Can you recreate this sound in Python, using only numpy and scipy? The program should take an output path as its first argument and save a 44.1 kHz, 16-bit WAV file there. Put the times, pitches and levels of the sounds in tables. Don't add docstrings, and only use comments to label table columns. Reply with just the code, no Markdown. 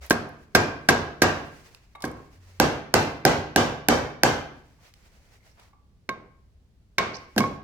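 import sys
import numpy as np
from scipy import signal
from scipy.fft import rfft, irfft
from scipy.io import wavfile

SR = 44100
rng = np.random.default_rng(int(sys.argv[2]) if len(sys.argv) > 2 else 0)


def output_pcm(signal):
    pcm = np.clip(np.atleast_2d(signal).T, -1, 1) * 32767
    wavfile.write(sys.argv[1], SR, np.round(pcm).astype(np.int16))


N = 336737

# freq_hz, level_db
ROOM_TONE = [(20, -24), (30, -29.5), (65, -29), (110, -37), (200, -45.5), (320, -60), (600, -65),
             (1200, -67), (2300, -72), (7000, -76.5), (16000, -81.5)]
# start_s, end_s, pitch_hz, rms_db at full swell
HUMS = [(-.05, .085, 64.7, -42), (2.3, 2.75, 91.3, -50)]
# start_s, length_s before release, level_db
SLIDES = [(.005, 0.014, -41.5), (0.264, 1, -68), (1.259, 0.51, -59), (1.785, 0.15, -67.5),
          (2.12, 0.26, -64.5), (2.384, 0.33, -61), (4.496, 0.31, -66), (4.791, 0.1, -59),
          (4.916, 0.506, -64.5), (5.421, 0.257, -63), (6.976, 0.58, -66)]
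SLIDE_ATTACK_S, SLIDE_RELEASE_T60_S = 0.049, 0.23
# freq_hz, level_db, t60_s
REVERB_BANDS = [(25.2, -7, 0.81), (61.6, 12.5, 0.83), (124, 6.5, 0.56), (265, 0, 0.72), (515, 4, 0.54),
                (1210, 4.5, 0.58), (1420, 0.5, 0.57), (2500, -1.5, 0.58), (5430, -6.5, 0.47),
                (8010, -4.5, 0.35), (12100, -7.5, 0.43), (16000, -18.5, 0.28)]
# pitch_hz, resonance_db, t60_s
STANDING_WAVES = [(90, 11.5, 0.85), (125.4, 11, 1.5), (148.9, 21, .8), (238.8, 14.5, 0.3),
                  (273.4, 2.5, 0.22), (317, -2, 0.3), (444, -2, 0.66), (485, 8.5, 0.13), (722, 6, 0.34),
                  (854, 0.5, 0.45)]
# start_s, length_s, level_db before the swell,
# centre_hz, width_hz of each of two resonator passes
SCRAPES = [(0.058, 0.016, -40.5, 11600, 6300), (4.824, 0.045, -62, 808, 1200),
           (4.828, 0.06, -66, 3000, 1200), (5.17, .05, -73, 798, 254), (5.34, 0.2, -70.5, 2100, 197.6),
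           (5.487, .05, -67.5, 5360, 900), (5.557, 0.08, -58.5, 950, 1406), (7.13, 0.048, -47, 5640, 1100),
           (7.138, 0.023, -43, 4530, 700)]
# start_s, level_db, centre_hz, t60_s
TICKS = [(.099, 1, 8720, 0.014), (.128, -8, 8000, 0.012), (.292, -29, 10840, 0.01),
         (2.005, -24, 4200, 0.03), (2.022, -7, 4960, 0.03), (2.051, -7, 5170, 0.038),
         (2.079, -23.5, 9000, 0.017), (2.115, -25, 9000, .012), (4.939, -24, 4000, .014),
         (5.598, -24, 2500, 0.035), (7.405, -5, 4680, 0.014), (1.748, -15, 2600, 0.012)]
# start_s, force_db, hardness_db_per_octave, clank_db, room_db, spot
BLOWS = [(.106, 0, -1.05, 3, -7.5, "corner"), (0.549, 3, 0.16, 2, -3, "corner"),
         (0.887, 3.5, 0.34, 2, -3.5, "corner"), (1.2183, 1.5, 0.5, 1, -1, "corner"),
         (2.039, -14, -4, 4, -4.5, "corner"), (2.043, -15, 3, -2, 1, "studs"),
         (2.5989, 1, 0, 0.5, -1, "underside"), (2.9395, 0.5, 0.5, 0.5, 0, "underside"),
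         (3.2509, 1, -0.15, 0.5, 0.5, "underside"), (3.5602, 0, 0.4, 1, 0.6, "underside"),
         (3.885, -0.3, 0.2, 0, 1, "underside"), (4.233, 0.5, 0.8, 1, -0.16, "underside"),
         (6.09, -8, -2.5, 1.5, -11, "side"), (6.9817, -1, 0.96, 0.5, -1.5, "side"),
         (7.362, -17, -5.5, -0.5, 3.5, "underside"), (7.3785, -2.5, 0.5, -1.5, -8.5, "corner"),
         (7.404, 3.5, -1.5, 0.5, -9, "studs"), (7.4371, 0.5, -3.5, 3, -7, "studs")]
# nominal pitch_hz, t60_s, then resonance_db struck at
HEAD_MODES = [(200, 0.048, 15, 18.5, 7, 6.5), (284, 0.025, 31, 32.5, 10.5, 5.5),
              (431, 0.02, 26, 27.5, 16, 6), (487.5, 0.2, 18, 27.5, 18, 2.5), (564, 0.13, 20, 25.5, 13, 3),
              (729, 0.024, 27, 20.5, 15, 2), (800, 0.022, 13.5, 29, 10.5, 3), (1080, 0.6, 24, 17.5, 30, 23),
              (1080, 0.22, 23, 19.5, 36.5, 21.5), (1085, 0.12, 11.5, 6.5, 16, 29.5),
              (1200, 0.02, 20.5, 13, -7, 0), (1560, 0.025, 20.5, 29, 1, 4),
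              (1603, 0.04, 32, 17.5, 26.5, 9.5), (1584, 0.4, 29.5, 22.5, 30.5, 13),
              (2120, 0.0057, 16, 8, 23.5, -10), (2163, 0.3, 10, 4.5, 25.5, 12),
              (2202, 0.088, 16.5, 8, 28, 22.5), (2710, 0.05, 13, 2, 10, 0), (3720, 0.24, 10, -1, 21.5, 3.5),
              (4330, 0.025, 12.5, 13.5, 3, -9), (5690, 0.02, 13.5, 15.5, 9, -8)]
SPOTS = {"corner": (-0.5, 0.0568, -9, -4.5, -5, -0.5), "underside": (0, 0.0048, -8, -2.5, -1.5, -2.1),
         "side": (-4, 0.03, -28.5, -15, -13.5, -2), "studs": (-23, 0.3, -20, -2.5, -9.5, -2.5)}
# freq_hz, level_db
CRACK_SPECTRUM = [(25, -13), (60, 8), (110, 17), (250, 21.5), (900, 17.5), (2000, 17.5), (3500, 11.5),
                  (5800, 14.5), (7500, 9.5), (10500, 6.5), (13500, 16), (16500, -6)]
# freq_hz, level_db
CRACK_TOWARD_PHONE = [(200, -5.5), (700, -5.5), (1500, -1), (3000, 0.5), (7000, 1.5), (9500, 3),
                      (13000, 1.5), (16000, -3)]
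# freq_hz, level_db
CRACK_OUTWARD = [(100, 7.5), (300, 1), (700, 2.5), (1200, 4), (2200, 0.5), (3200, 4), (4500, 2.5),
                 (7000, 5), (12000, -4)]
# freq_hz, level_db
CLATTER_SPECTRUM = [(700, -12.5), (2200, 3.5), (6000, -1), (12000, -13.5)]
# start_s, level_db, hardness_db_per_octave
NUDGES = [(1.949, 17.5, -5), (2.004, 14.5, -11), (2.024, 15.5, -5.5), (4.784, -4.5, -8), (5.729, 3.5, -12)]
# pitch_hz, t60_s, resonance_db
FITTING_MODES = [(860, 0.025, -6), (1152, 0.048, -1.5), (2180, 0.018, 0.5), (3756, .03, -5)]
# start_s, pitch_hz, t60_s, resonance_db
ROCKS = [(7.367, 201.8, 0.16, 39), (7.401, 210.6, 0.12, 37.5)]

PIVOT_HZ, THUD_HZ, CRACK_HZ = 990, 280, 3600
FACE_SOFT_HZ, FACE_SOFT_DB = 2680, -1.5
SEAT_S, LAG_CYCLES, SWELL_CYCLES = 0.0011, 0.3, 0.35
DETUNE, DETUNE_T60_S = 0.015, 0.03
TOP_HZ = 16900
RING_SIZE = 3 * 2 ** 14
AGE_S = np.arange(RING_SIZE) / SR
TIME_S = np.arange(N) / SR


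def undb(db):
    return 10 ** (np.asarray(db) / 20)


def along(hz, points_hz, values):
    return np.interp(np.log(np.maximum(hz, 1)), np.log(points_hz), values)


def colour(x, points):
    size = x.shape[-1]
    hz = np.arange(size // 2 + 1) * SR / size
    gain = undb(along(hz, *np.transpose(points)))
    return irfft(rfft(x) * gain, size)


def causal(x, points):
    hz = np.arange(RING_SIZE // 2 + 1) * SR / RING_SIZE
    cepstrum = irfft(np.log(undb(along(hz, *np.transpose(points)))))
    cepstrum[1:RING_SIZE // 2] *= 2
    cepstrum[RING_SIZE // 2 + 1:] = 0
    return irfft(rfft(x) * np.exp(rfft(cepstrum)))


def fade(t60_s):
    shape = np.exp(-np.log(1000) * AGE_S / t60_s)
    return shape / np.linalg.norm(shape)


def mode(hz, t60_s, delay_s=0, swell_s=0):
    age_s = np.maximum(AGE_S - delay_s, 0)
    damping = np.log(1000) / t60_s
    swell = 1 - np.exp(-age_s / swell_s) if swell_s > 0 else 1
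    return 2 * damping / SR * swell * np.exp(-damping * age_s) * np.sin(2 * np.pi * hz * age_s)


def diffuse(size, apart_hz=950, likeness=0.88):
    hz = np.arange(size // 2 + 1) * SR / size
    alike = likeness * np.exp(-(hz / apart_hz) ** 2)
    mid, side = rfft(rng.standard_normal((2, size)))
    mid = mid * np.sqrt((1 + alike) / 2)
    side = side * np.sqrt((1 - alike) / 2)
    return irfft(np.array([mid + side, mid - side]), size)


def wander(size, per_s):
    steps = np.arange(size) * per_s / SR
    return 1.2 * np.interp(steps, np.arange(size), rng.standard_normal(size))


def add(track, start_s, sound):
    start = int(start_s * SR)
    track[:, start:start + sound.shape[1]] += sound[:, :N - start]


def sliding():
    strength = 0
    for start_s, length_s, db in SLIDES:
        attack = np.clip((TIME_S - start_s) / SLIDE_ATTACK_S, 0, 1)
        released_s = np.maximum(TIME_S - start_s - length_s, 0)
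        release = np.exp(-np.log(1000) * released_s / SLIDE_RELEASE_T60_S)
        strength = strength + undb(db) * attack * release
    return strength


def rubbing(grip_db=2.5, grain_db=0.5):
    rub = colour(diffuse(N), [(150, -12.0), (600, 3.5), (2000, 5), (3500, -3.5),
                              (6000, -2.0), (9000, -6.5), (16000, -10.0)])
    rub = rub * undb(grip_db * wander(N, 30) + grain_db * wander(N, 360))
    return sliding() * rub / rub.std()


def background():
    tone = colour(diffuse(N), ROOM_TONE)
    hum = 0
    for start_s, end_s, hz, db in HUMS:
        edge_s = np.minimum(TIME_S - start_s, end_s - TIME_S)
        swell = np.clip(edge_s / (end_s - start_s) * 4, 0, 1)
        hum = hum + undb(db) * swell * np.sqrt(2) * np.sin(2 * np.pi * hz * TIME_S)
    return tone + rubbing() + hum


def reverberation(first_s=0.0046, build_s=0.004):
    points_hz, db, t60_s = np.transpose(REVERB_BANDS)
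    hz = np.arange(RING_SIZE // 2 + 1) * SR / RING_SIZE
    noise = rfft(diffuse(RING_SIZE)) * undb(along(hz, points_hz, db))
    tail = 0
    for share, band_t60_s in zip(np.eye(len(REVERB_BANDS)), t60_s):
        tail = tail + irfft(noise * along(hz, points_hz, share)) * fade(band_t60_s)
    return tail * (1 - np.exp(-(np.maximum(AGE_S - first_s, 0) / build_s) ** 2))


def workshop(count=6):
    standing = sum(undb(db) * mode(hz, t60_s, delay_s=0.0047) for hz, db, t60_s in STANDING_WAVES)
    return [reverberation() for _ in range(count)], standing


def heard(direct, radiated, room, room_db, pan_db=0, lag_samples=4):
    patterns, standing = room
    first, second = rng.permutation(len(patterns))[:2]
    responses = (patterns[first] + standing, patterns[second])
    echoes = 0
    for source, response in zip(radiated, responses):
        echoes = echoes + signal.fftconvolve(source[None], response, axes=1)[:, :RING_SIZE]
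    left = np.pad(direct[0], (lag_samples, 0))[:RING_SIZE]
    near = np.array([left, direct[1]]) * undb([[pan_db / 2], [-pan_db / 2]])
    return near + undb(room_db) * echoes


def scrape(length_s, db, hz, width_hz, grain_db=5.5):
    slips = rng.standard_normal((2, RING_SIZE)) * undb(grain_db * wander(RING_SIZE, 300))
    resonance = signal.iirpeak(hz, hz / width_hz, fs=SR)
    rubbed = signal.lfilter(*resonance, signal.lfilter(*resonance, slips))
    return undb(db) * rubbed / rubbed.std() * np.sin(np.pi * np.minimum(AGE_S / length_s, 1))


def crack(t60_s, rattle_db, rattle_t60_s, spread_rad=.6):
    common, left, right = rng.standard_normal((3, RING_SIZE))
    noise = np.cos(spread_rad) * common + np.sin(spread_rad) * np.array([left, right])
    envelope = np.hypot(fade(t60_s), undb(rattle_db) * fade(rattle_t60_s))
    return noise * envelope / np.hypot(1, undb(rattle_db))


def tick(db, hz, t60_s):
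    shape = [(hz / 6, db - 20), (hz / 1.8, db - 4), (hz, db), (hz * 1.8, db - 4), (hz * 5, db - 14)]
    near = causal(crack(t60_s, rattle_db=-16.0, rattle_t60_s=.08), shape)
    return near, near * np.sqrt(1 / 2)


def contact_colour(force_db, hardness_db, clank_db):
    shape = [(THUD_HZ, 0), (850, 0), (1080, clank_db), (1700, clank_db),
             (FACE_SOFT_HZ, FACE_SOFT_DB), (CRACK_HZ, FACE_SOFT_DB)]
    return [(hz, force_db + db + hardness_db * np.log2(hz / PIVOT_HZ)) for hz, db in shape]


def casting(spot, lasting_db=-5, outward_db=-2):
    ring, radiated = 0, 0
    column = list(SPOTS).index(spot)
    shifts = rng.standard_normal(len(HEAD_MODES))
    for (hz, t60_s, *spot_db), shift in zip(HEAD_MODES, shifts):
        hz = hz * (1 + DETUNE * shift * min(1, DETUNE_T60_S / t60_s))
        tone = undb(spot_db[column]) * mode(hz, t60_s, SEAT_S + LAG_CYCLES / hz, SWELL_CYCLES / hz)
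        ring = ring + tone
        radiated = radiated + tone * undb(outward_db + lasting_db * t60_s / .5)
    return ring, radiated


def blow(contact, spot, rattle_t60_s=0.045, clatter_t60_s=0.076, near_rattle_db=-10):
    crack_db, crack_t60_s, graze_db, rattle_db, top_db, _ = SPOTS[spot]
    ring, radiated = casting(spot)
    burst = crack(crack_t60_s, rattle_db + near_rattle_db, rattle_t60_s)
    seat = int(SEAT_S * SR)
    graze = undb(graze_db) * burst[:, seat:2 * seat]
    burst = np.hstack([graze, burst[:, :RING_SIZE - seat]])
    rattle = rng.standard_normal(RING_SIZE) * fade(clatter_t60_s)
    clatter = undb(rattle_db) * causal(rattle, CLATTER_SPECTRUM)
    push = causal(AGE_S == 0, CRACK_OUTWARD) + clatter
    near_and_room = np.vstack([causal(burst, CRACK_TOWARD_PHONE), push])
    snap = undb(crack_db) * causal(near_and_room, CRACK_SPECTRUM)
    snap = causal(snap, [(4000, 0.00092), (13000, top_db)])
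    return causal(ring + snap[:2], contact), causal(np.array([radiated, snap[2]]), contact)


def nudge(db, hardness_db, push_s=0.0062, skin_db=-43, skin_t60_s=0.037):
    ring = sum(undb(mode_db) * mode(hz, t60_s) for hz, t60_s, mode_db in FITTING_MODES)
    brush = causal(rng.standard_normal((2, RING_SIZE)),
                   [(300, -16.0), (900, 9.5), (2400, 2), (5000, -7.0), (12000, -8)])
    skin = undb(skin_db) * brush * np.exp(-np.log(1000) * AGE_S / skin_t60_s)
    sound = (ring + skin) * (1 - np.exp(-(AGE_S / push_s) ** 2))
    tilt_db = hardness_db * np.log2(CRACK_HZ / PIVOT_HZ)
    return causal(sound, [(PIVOT_HZ, db), (CRACK_HZ, db + tilt_db)])


def rocking(hz, t60_s, db, swell_s=0.0035):
    boom = undb(db) * mode(hz, t60_s, swell_s=swell_s)
    return np.array([boom, boom])


def scene():
    room, out = workshop(), background()
    for start_s, length_s, db, hz, width_hz in SCRAPES:
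        rasp = scrape(length_s, db, hz, width_hz)
        add(out, start_s, heard(rasp, rasp, room, room_db=-7.0))
    for start_s, db, hz, t60_s in TICKS:
        add(out, start_s, heard(*tick(db, hz, t60_s), room, room_db=-4.8))
    for start_s, force_db, hardness_db, clank_db, room_db, spot in BLOWS:
        contact = contact_colour(force_db, hardness_db, clank_db)
        add(out, start_s, heard(*blow(contact, spot), room, room_db, pan_db=SPOTS[spot][-1]))
    for start_s, db, hardness_db in NUDGES:
        knock = nudge(db, hardness_db)
        add(out, start_s, heard(knock, knock, room, room_db=-7))
    for start_s, hz, t60_s, db in ROCKS:
        boom = rocking(hz, t60_s, db)
        add(out, start_s, heard(boom, boom, room, room_db=-16))
    return out


def record(dry):
    left = colour(dry[0], [(150, -2.5), (400, 5.5), (1200, -3.0), (2400, 2.5),
                           (4600, -1.5), (8000, -3.0), (12000, -2.5)])
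    right = colour(dry[1], [(150, -2.5), (400, 6.5), (1200, -1.3), (2400, -0.2),
                            (4600, 4.5), (8000, -0.5), (12000, -4.5)])
    bass_cut = signal.butter(2, 40, "high", fs=SR, output="sos")
    ports = signal.sosfilt(bass_cut, [left, right])
    rounded = ports / (1 + (ports / .92) ** 4) ** (1 / 4)
    top_cut = signal.ellip(8, .2, 70, TOP_HZ, fs=SR, output="sos")
    return signal.sosfilt(top_cut, rounded)


dry = scene()
out = record(dry)
output_pcm(out)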